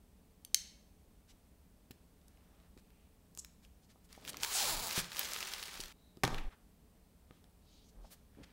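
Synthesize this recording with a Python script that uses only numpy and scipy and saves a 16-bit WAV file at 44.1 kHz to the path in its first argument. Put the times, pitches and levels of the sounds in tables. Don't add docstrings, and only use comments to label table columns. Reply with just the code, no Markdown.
import sys
import numpy as np
from scipy import signal
from scipy.fft import rfft, irfft, next_fast_len
from scipy.io import wavfile

SR = 44100
rng = np.random.default_rng(int(sys.argv[2]) if len(sys.argv) > 2 else 0)


def materialize(psi):
    bounded = np.clip(np.atleast_2d(psi).T, -1, 1)
    quanta = np.round(bounded * 32767).astype(np.int16)
    wavfile.write(sys.argv[1], SR, quanta)


N = 375732

# start in seconds, level in dB, tilt of the steel modes in dB per octave.
KNIFE_LOCK = [(0.4487, -33.5, 4), (0.5448, -10, .3)]
# frequency in Hz, level in dB, t60 in seconds.
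STEEL_MODES = [(2246.4, -4, 0.033), (3176, -2.5, 0.024), (4000, -28, 0.019), (4600, 1.5, 0.016),
               (5450, -21.5, 0.011), (6250, 8.5, 0.015), (7680, -6, 0.0082), (8940, 4, 0.015),
               (9246, 3.5, 0.012), (10230, -5.5, 0.01522), (12400, 6, 0.0078), (12700, -7, 0.026),
               (15380, -23.5, 0.0058)]
# start in seconds, peak of the body in dB, centre in Hz,
# top edge in dB relative to the body.
SNAPS = [(1.9093, -42.5, 3560, 3), (2.215, -61, 2920, -12), (2.282, -48, 6900, -8), (2.373, -59, 2220, -13),
         (2.4089, -64, 2200, -14), (2.601, -59, 2210, -18), (2.6354, -62, 2200, -16),
         (2.7756, -51.5, 2220, -17), (2.9043, -56.5, 2060, -1), (3.3503, -40.5, 7800, -12),
         (3.3747, -32, 7500, -23), (3.4473, -38, 4790, -19), (3.6496, -50, 2260, -22),
         (4.1285, -37, 4990, -21), (4.15, -47, 1970, -19), (4.2505, -34.5, 2880, -10),
         (4.2773, -30.5, 3620, -16), (4.3322, -38, 4150, -23), (4.344, -35, 1570, -23),
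         (4.37, -29, 3980, -10), (4.4088, -36, 4400, -24), (4.4331, -18, 3620, -35),
         (4.9097, -24, 3500, -19), (5.0123, -35, 3970, -20), (5.0449, -32, 3660, -26),
         (5.13, -39, 3060, -23), (5.1473, -35, 1860, -19), (5.1685, -27, 3370, -11),
         (5.1931, -25.5, 6450, 7), (5.2866, -45, 2520, -20), (5.3343, -24, 6300, -26),
         (5.3629, -26, 2320, -26), (5.4275, -26.5, 2150, -17), (5.5365, -23, 3880, -29),
         (5.6282, -28, 3130, -19), (5.7174, -51, 3670, -18), (5.7423, -43, 2260, -26),
         (5.8033, -26, 3880, -24), (5.8369, -33.5, 3400, -19), (5.859, -40, 3970, -17),
         (6.1709, -51.5, 3800, -19), (6.2356, -20.5, 2170, -24), (6.2502, -22.5, 3950, -20),
         (6.2771, -28.5, 1800, -26), (6.345, -29, 3040, -23), (6.3822, -39.5, 2450, -31),
         (7.3093, -48.5, 1550, -20), (7.4417, -53.5, 2460, -27), (8.3492, -57.5, 1650, -18)]
# start in seconds, length in seconds,
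# first and last slips per second, bend of the glide (an exponent), level in dB.
TEAR_RUNS = [(4.42, 0.12, 781, 1280, 0.61, -44), (4.548, .047, 719, 809, 1.14, -40.5),
             (4.596, .163, 1100, 265, .74, -38), (4.668, .048, 1300, 1510, .6, -39),
             (4.7622, .052, 171.4, 233, 1.1, -41.5), (4.8179, 0.069, 259.2, 158.3, 1.3, -40.5)]
# frequency in Hz, relative gain in dB.
RIP_COLOUR = [(150, -5), (400, -1), (900, 2.5), (1450, -11.5), (2000, -25), (3900, -4.5), (9000, -5.5),
              (13000, -11), (16000, -4)]
# time in seconds, level in dB.
CRINKLE_CURVES = [
    [(4.09, -64.5), (4.23, -65), (4.29, -49.5), (4.32, -69), (4.41, -52.5), (4.45, -34)],
    [(4.89, -42), (4.99, -38), (5.02, -50.5), (5.09, -56), (5.2, -39.5), (5.27, -44), (5.55, -47.5),
     (5.78, -50.5), (5.925, -58)],
]
# time in seconds, level in dB.
FLUTTER_CURVE = [(4.44, -49.5), (4.52, -42.5), (4.56, -38.5), (4.7, -38.5), (4.765, -45), (4.9, -46)]
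# time in seconds, level in dB.
SLIT_CURVE = [(2.03, -95), (2.35, -77.5), (2.67, -75), (2.7, -90)]
# frequency in Hz, relative gain in dB.
FILM_COLOUR = [(120, -33), (200, 1.5), (299, -11.5), (380, -2.5), (558, -5.5), (1180, -1.5), (4520, -3.5),
               (14900, -16), (16000, -11)]
# time in seconds, level in dB.
FLAP_CURVE = [(6.235, -20), (6.262, -47.5), (6.3, -48.5), (6.39, -52), (6.41, -60), (6.55, -81), (6.6, -99)]
# frequency in Hz, relative gain in dB.
CARD_COLOUR = [(59, -41), (100, 0.5), (244, -2), (424, -12.5), (991, -12), (2170, -20), (2420, -20.5),
               (12400, -31.5), (16000, -42)]
# start in seconds, peak in dB, reference frequency in Hz,
# fall in dB per octave away from it (negative: rise).
KNOCKS = [(1.907, -42.5, 267, 9.5), (2.767, -46.5, 300, 12), (3.374, -46.5, 196, -3), (3.958, -51, 700, 8),
          (4.177, -43.5, 770, 18), (4.978, -27.5, 198, 11), (5.796, -40, 410, 10), (6.172, -45, 373, 9),
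          (6.236, -20.5, 785, 4), (6.243, -22.5, 125, 8), (6.278, -23, 250, -7), (6.329, -30.5, 220, 1),
          (7.308, -43.5, 330, 5), (7.44, -54, 171, -1), (8.372, -49, 208, 13)]
# frequency in Hz, level in dB, t60 in seconds.
CARTON_MODES = [(134.5, -15, 0.24), (181, -11.5, 0.15), (260, 0.5, 0.033), (365, 1.5, 0.046),
                (496, -3.5, 0.037), (640, -9, 0.032), (786, 5.5, 0.027), (958, 1.5, 0.071),
                (1240, 17.5, 0.023), (1690, -20, .02), (2350, -28, 0.017)]
# middle in seconds, length in
# seconds, level in dB, centre in Hz, # width in octaves.
RUBS = [(1.303, .066, -65, 3500, 2.5), (1.914, 0.018, -58.5, 2500, 3.5), (2.789, 0.042, -67.5, 900, 6.6),
        (2.987, .5, -81.5, 2570, 0.88), (3.394, 0.027, -43, 7100, 0.6), (3.399, 0.14, -68, 7000, 1.6),
        (3.643, .06, -69, 2490, 4.2), (3.842, .06, -73.5, 4300, 2.1), (3.909, .06, -68, 2200, 3.9),
        (4.052, 0.034, -69, 4970, 3.2), (4.297, 0.025, -43, 4650, 3.2), (4.334, 0.48, -58.5, 200, 3.2),
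        (4.556, 0.094, -37, 7500, 0.86), (4.599, 0.17, -37.5, 4730, 1.7), (4.751, .5, -56, 99, 2.9),
        (4.984, .09, -36.5, 2780, 4.3), (5.809, 0.023, -44.5, 5870, 1.4), (6.06, .36, -77.5, 3870, 0.17),
        (6.3, 0.056, -52, 920, .58), (6.384, 0.021, -45, 1790, 1.4), (6.416, .12, -63, 2780, .4),
        (6.526, 0.077, -63, 1240, 2.3), (7.352, .18, -76.5, 3070, 1.65), (7.763, 0.37, -70.5, 4040, 0.86),
        (7.745, 0.14, -77, 6450, .3), (7.868, 0.098, -74, 6200, 0.33), (7.895, 0.031, -67.5, 5250, 1.7),
        (8.0, 0.24, -68.5, 302, 2.4), (8.05, 0.026, -59, 706, 0.88), (8.062, 0.13, -71.5, 4500, 1.6),
        (8.127, 0.068, -56.5, 6900, 9), (8.403, 0.085, -54, 228, 1.57), (8.439, 0.027, -57, 2160, 2.8),
        (8.464, 0.4, -72, 1760, 2.1)]
# start in seconds, length in seconds, level in dB,
# swing in Hz.
AIR_SWINGS = [(4.723, .1, -46, 25.8), (4.974, 0.081, -55, 25), (5.762, 0.13, -54, 25.4),
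              (6.281, 0.18, -37.5, 20), (6.444, 0.048, -35.5, 21), (7.945, .14, -53, 41.5)]
# frequency in Hz, t60 in seconds.
ROOM_T60 = [(200, 0.72), (2000, 0.66), (6000, 0.37), (14000, 0.15)]
REVERB_STOPS = [4.091, 5.926, 6.496]
# frequency in Hz, relative gain in dB.
ROOM_COLOUR = [(12, -46), (20, -8), (65, -2), (134, -17.5), (172, -8), (328, -19.5), (367, -25.5),
               (434, -17.5), (472, -23.5), (624, -24), (1480, -35), (1960, -35.5), (7110, -40),
               (8180, -38.5), (16000, -39)]

SNAP_MS = 1
LID_ECHO_MS, LID_ECHO = .35, .6
JITTER_MS = .08
WAVER = .07
CONTACT_MS = 1.26
WET_DB = -13.5
ROOM_DB, OWN_HISS_DB = -64, -88.5
WHINE_HZ, WHINE_DB = 8240, -91
CUTOFF_HZ = 15750


def amp(db):
    return 10 ** (np.asarray(db) / 20)


def unit(x):
    return x / np.sqrt(np.mean(x ** 2) + 1e-20)


def add(out, s, x):
    i = max(round(s * SR), 0)
    out[i:i + len(x)] += x[:N - i]


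def along(rows):
    s, *columns = np.transpose(rows)
    times = np.arange(s[0], s[-1], 1 / SR)
    return [np.interp(times, s, column) for column in columns]


def at_hz(points, hz):
    table = np.array(points)
    return np.interp(np.log(hz), np.log(table[:, 0]), table[:, 1])


def colour(x, spectrum):
    n = next_fast_len(len(x))
    hz = np.arange(n // 2 + 1) * SR / n + 1
    return irfft(rfft(x, n) * amp(at_hz(spectrum, hz)), n)[:len(x)]


def band(x, hz, octaves):
    edges = np.clip([hz * 2 ** (-octaves / 2), hz * 2 ** (octaves / 2)], 10, .45 * SR)
    return signal.lfilter(*signal.butter(1, edges, "band", fs=SR), x)


def strike(modes, push, spread_db):
    t = np.arange(SR // 5) / SR
    hz, db, t60 = np.transpose(modes)[:, :, None]
    strength_db = db + rng.normal(0, spread_db, db.shape)
    rings = amp(strength_db - 60 * t / t60) * np.sin(2 * np.pi * hz * t)
    hit = np.convolve(rings.sum(axis=0), push)
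    return hit / np.abs(hit).max()


def knife():
    out, t = np.zeros(N), np.arange(400) / SR
    for s, db, tilt in KNIFE_LOCK:
        modes = [(hz, level + tilt * np.log2(hz / 6000), t60) for hz, level, t60 in STEEL_MODES]
        burst = rng.standard_normal(len(t)) * t * np.exp(-t / .00045)
        crack = band(burst, 5500, octaves=1.6)
        add(out, s, amp(db - 1.0 - tilt) * crack / np.abs(crack).max())
        add(out, s + 0.00064, amp(db) * strike(modes, [1], spread_db=3.0))
    return signal.sosfilt(signal.butter(3, 2300, "high", fs=SR, output="sos"), out)


def snaps():
    out, t = np.zeros(N), np.arange(600) / SR
    for s, db, hz, top_db in SNAPS:
        spit = rng.standard_normal(len(t)) * np.exp(-1000 * t / SNAP_MS)
        body = band(spit, hz, octaves=1.14)
        top = band(band(spit, 12200, octaves=1.0), 12200, octaves=1.0)
        add(out, s, amp(db) * (body / np.abs(body).max() + amp(top_db) * top / np.abs(top).max()))
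    return out


def tear(s, length, first, last, bend, db):
    n = round(length * SR)
    per_s = first * (last / first) ** (np.linspace(0, 1, n) ** bend)
    per_s = per_s * (1 + WAVER * unit(band(rng.standard_normal(n), 50, octaves=2)))
    wobble = unit(signal.lfilter([1], [1, -.98], rng.standard_normal(n)))
    count = np.cumsum(per_s) / SR + JITTER_MS / 1000 * per_s * wobble
    slips = np.diff(np.maximum.accumulate(np.floor(count)), prepend=0) > 0
    pulses = slips * amp(rng.normal(0, 1.5, n)) * np.sqrt(SR / per_s)
    echo = np.zeros(40)
    echo[[0, round(LID_ECHO_MS * SR / 1000)]] = 1, -LID_ECHO
    rip = unit(colour(np.convolve(pulses, echo)[:n], RIP_COLOUR))
    out = np.zeros(N)
    add(out, s, amp(db) * signal.windows.tukey(n, .12) * rip)
    return out


def creases(curve, spectrum, per_s, tilt, brighter, size_db, hiss_db, clump_db):
    db, = along(curve)
    n, pitches = len(db), np.geomspace(300, 14000, 12)
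    clumps = unit(band(rng.standard_normal(n), 25, octaves=3))
    sizes = amp(size_db * np.minimum(rng.exponential(1, n), 2.9)) * rng.choice([-1, 1], n)
    buckles = rng.random(n) < per_s * amp(clump_db * clumps) / SR
    clicks = unit(sizes * buckles)
    dealt = rng.integers(0, len(pitches) + 2, n)
    hiss, sheet = rng.standard_normal((2, n)), 0
    slope = tilt + brighter * (db - db.mean())
    for k, hz in enumerate(pitches):
        mine = clicks * (np.abs(dealt - k) < 2) + amp(hiss_db) * hiss[k % 2]
        patch = clump_db * unit(band(hiss[1 - k % 2][::-1], 6 + k, octaves=2.3)) / 2
        gain = amp(patch + slope * np.log2(hz / 3500))
        sheet = sheet + gain * band(mine, hz, octaves=0.75) * (-1) ** k
    out = np.zeros(N)
    add(out, curve[0][0], amp(db) * unit(colour(sheet, spectrum)))
    return out


def film():
    crinkle = sum(creases(curve, FILM_COLOUR, per_s=400, tilt=1.18, brighter=0.097,
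                          size_db=1.0, hiss_db=-9.0, clump_db=4.5) for curve in CRINKLE_CURVES)
    flutter = creases(FLUTTER_CURVE, FILM_COLOUR, per_s=3500, tilt=3.0, brighter=.06,
                      size_db=-2.5, hiss_db=-2.5, clump_db=3.0)
    slit = creases(SLIT_CURVE, FILM_COLOUR, per_s=250, tilt=-7.0, brighter=0,
                   size_db=3.0, hiss_db=-6.0, clump_db=4.0)
    return crinkle + flutter + slit + sum(tear(*run) for run in TEAR_RUNS)


def flap():
    return creases(FLAP_CURVE, CARD_COLOUR, per_s=1800, tilt=-0.73, brighter=-0.011,
                   size_db=-3.0, hiss_db=-2.0, clump_db=7.5)


def carton():
    out, push = np.zeros(N), np.hanning(round(CONTACT_MS * SR / 1000) + 2)
    for s, db, reference_hz, fall_db in KNOCKS:
        heard = [(hz, level - fall_db * abs(np.log2(hz / reference_hz)), t60)
                 for hz, level, t60 in CARTON_MODES]
        add(out, s, amp(db) * strike(heard, push, spread_db=4.0))
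    return out


def rubs():
    out = np.zeros(N)
    for s, length, db, hz, octaves in RUBS:
        grit, catch = rng.standard_normal((2, SR))[:, :round(length * SR)]
        grit = grit * amp(2.0 * unit(band(catch, 60, octaves=11.0)))
        rub = unit(band(band(grit, hz, octaves), hz, octaves))
        add(out, s - length / 2, amp(db) * np.hanning(len(grit)) * rub)
    return out


def air():
    out = np.zeros(N)
    for s, length, db, hz in AIR_SWINGS:
        t = np.arange(round(length * SR)) / SR
        swing = np.sqrt(2) * np.sin(2 * np.pi * hz * t)
        add(out, s, amp(db) * swing * signal.windows.tukey(len(t), .6))
    return out


def tail():
    t, out = np.arange(SR * 3 // 5) / SR, 0
    for hz in np.geomspace(100, 13000, 8):
        noise = band(rng.standard_normal(len(t)), hz, octaves=1)
        out = out + noise * amp(-60 * t / at_hz(ROOM_T60, hz))
    out = out * (1 - np.exp(-(t / 0.0015) ** 2))
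    return out / np.sqrt(np.sum(out ** 2))


def room(x):
    out, response = np.zeros(N), tail()
    edges = [0] + [round(s * SR) for s in REVERB_STOPS] + [N]
    for a, b in zip(edges, edges[1:]):
        out[a:b] = signal.fftconvolve(x[a:b], response)[:b - a]
    return out


def room_tone():
    hum, thin = rng.standard_normal((2, N))
    whine = band(band(thin, WHINE_HZ, octaves=0.071), WHINE_HZ, octaves=0.071)
    return amp(ROOM_DB) * unit(colour(hum, ROOM_COLOUR)) + amp(WHINE_DB) * unit(whine)


def scene():
    direct = knife() + snaps() + film() + flap() + carton() + rubs()
    heard = direct + amp(WET_DB) * room(direct) + air() + room_tone()
    return heard + amp(OWN_HISS_DB) * rng.standard_normal((2, N))


def record(dry):
    return signal.sosfilt(signal.ellip(12, .1, 70, CUTOFF_HZ, fs=SR, output="sos"), dry)


dry = scene()
out = record(dry)
materialize(out)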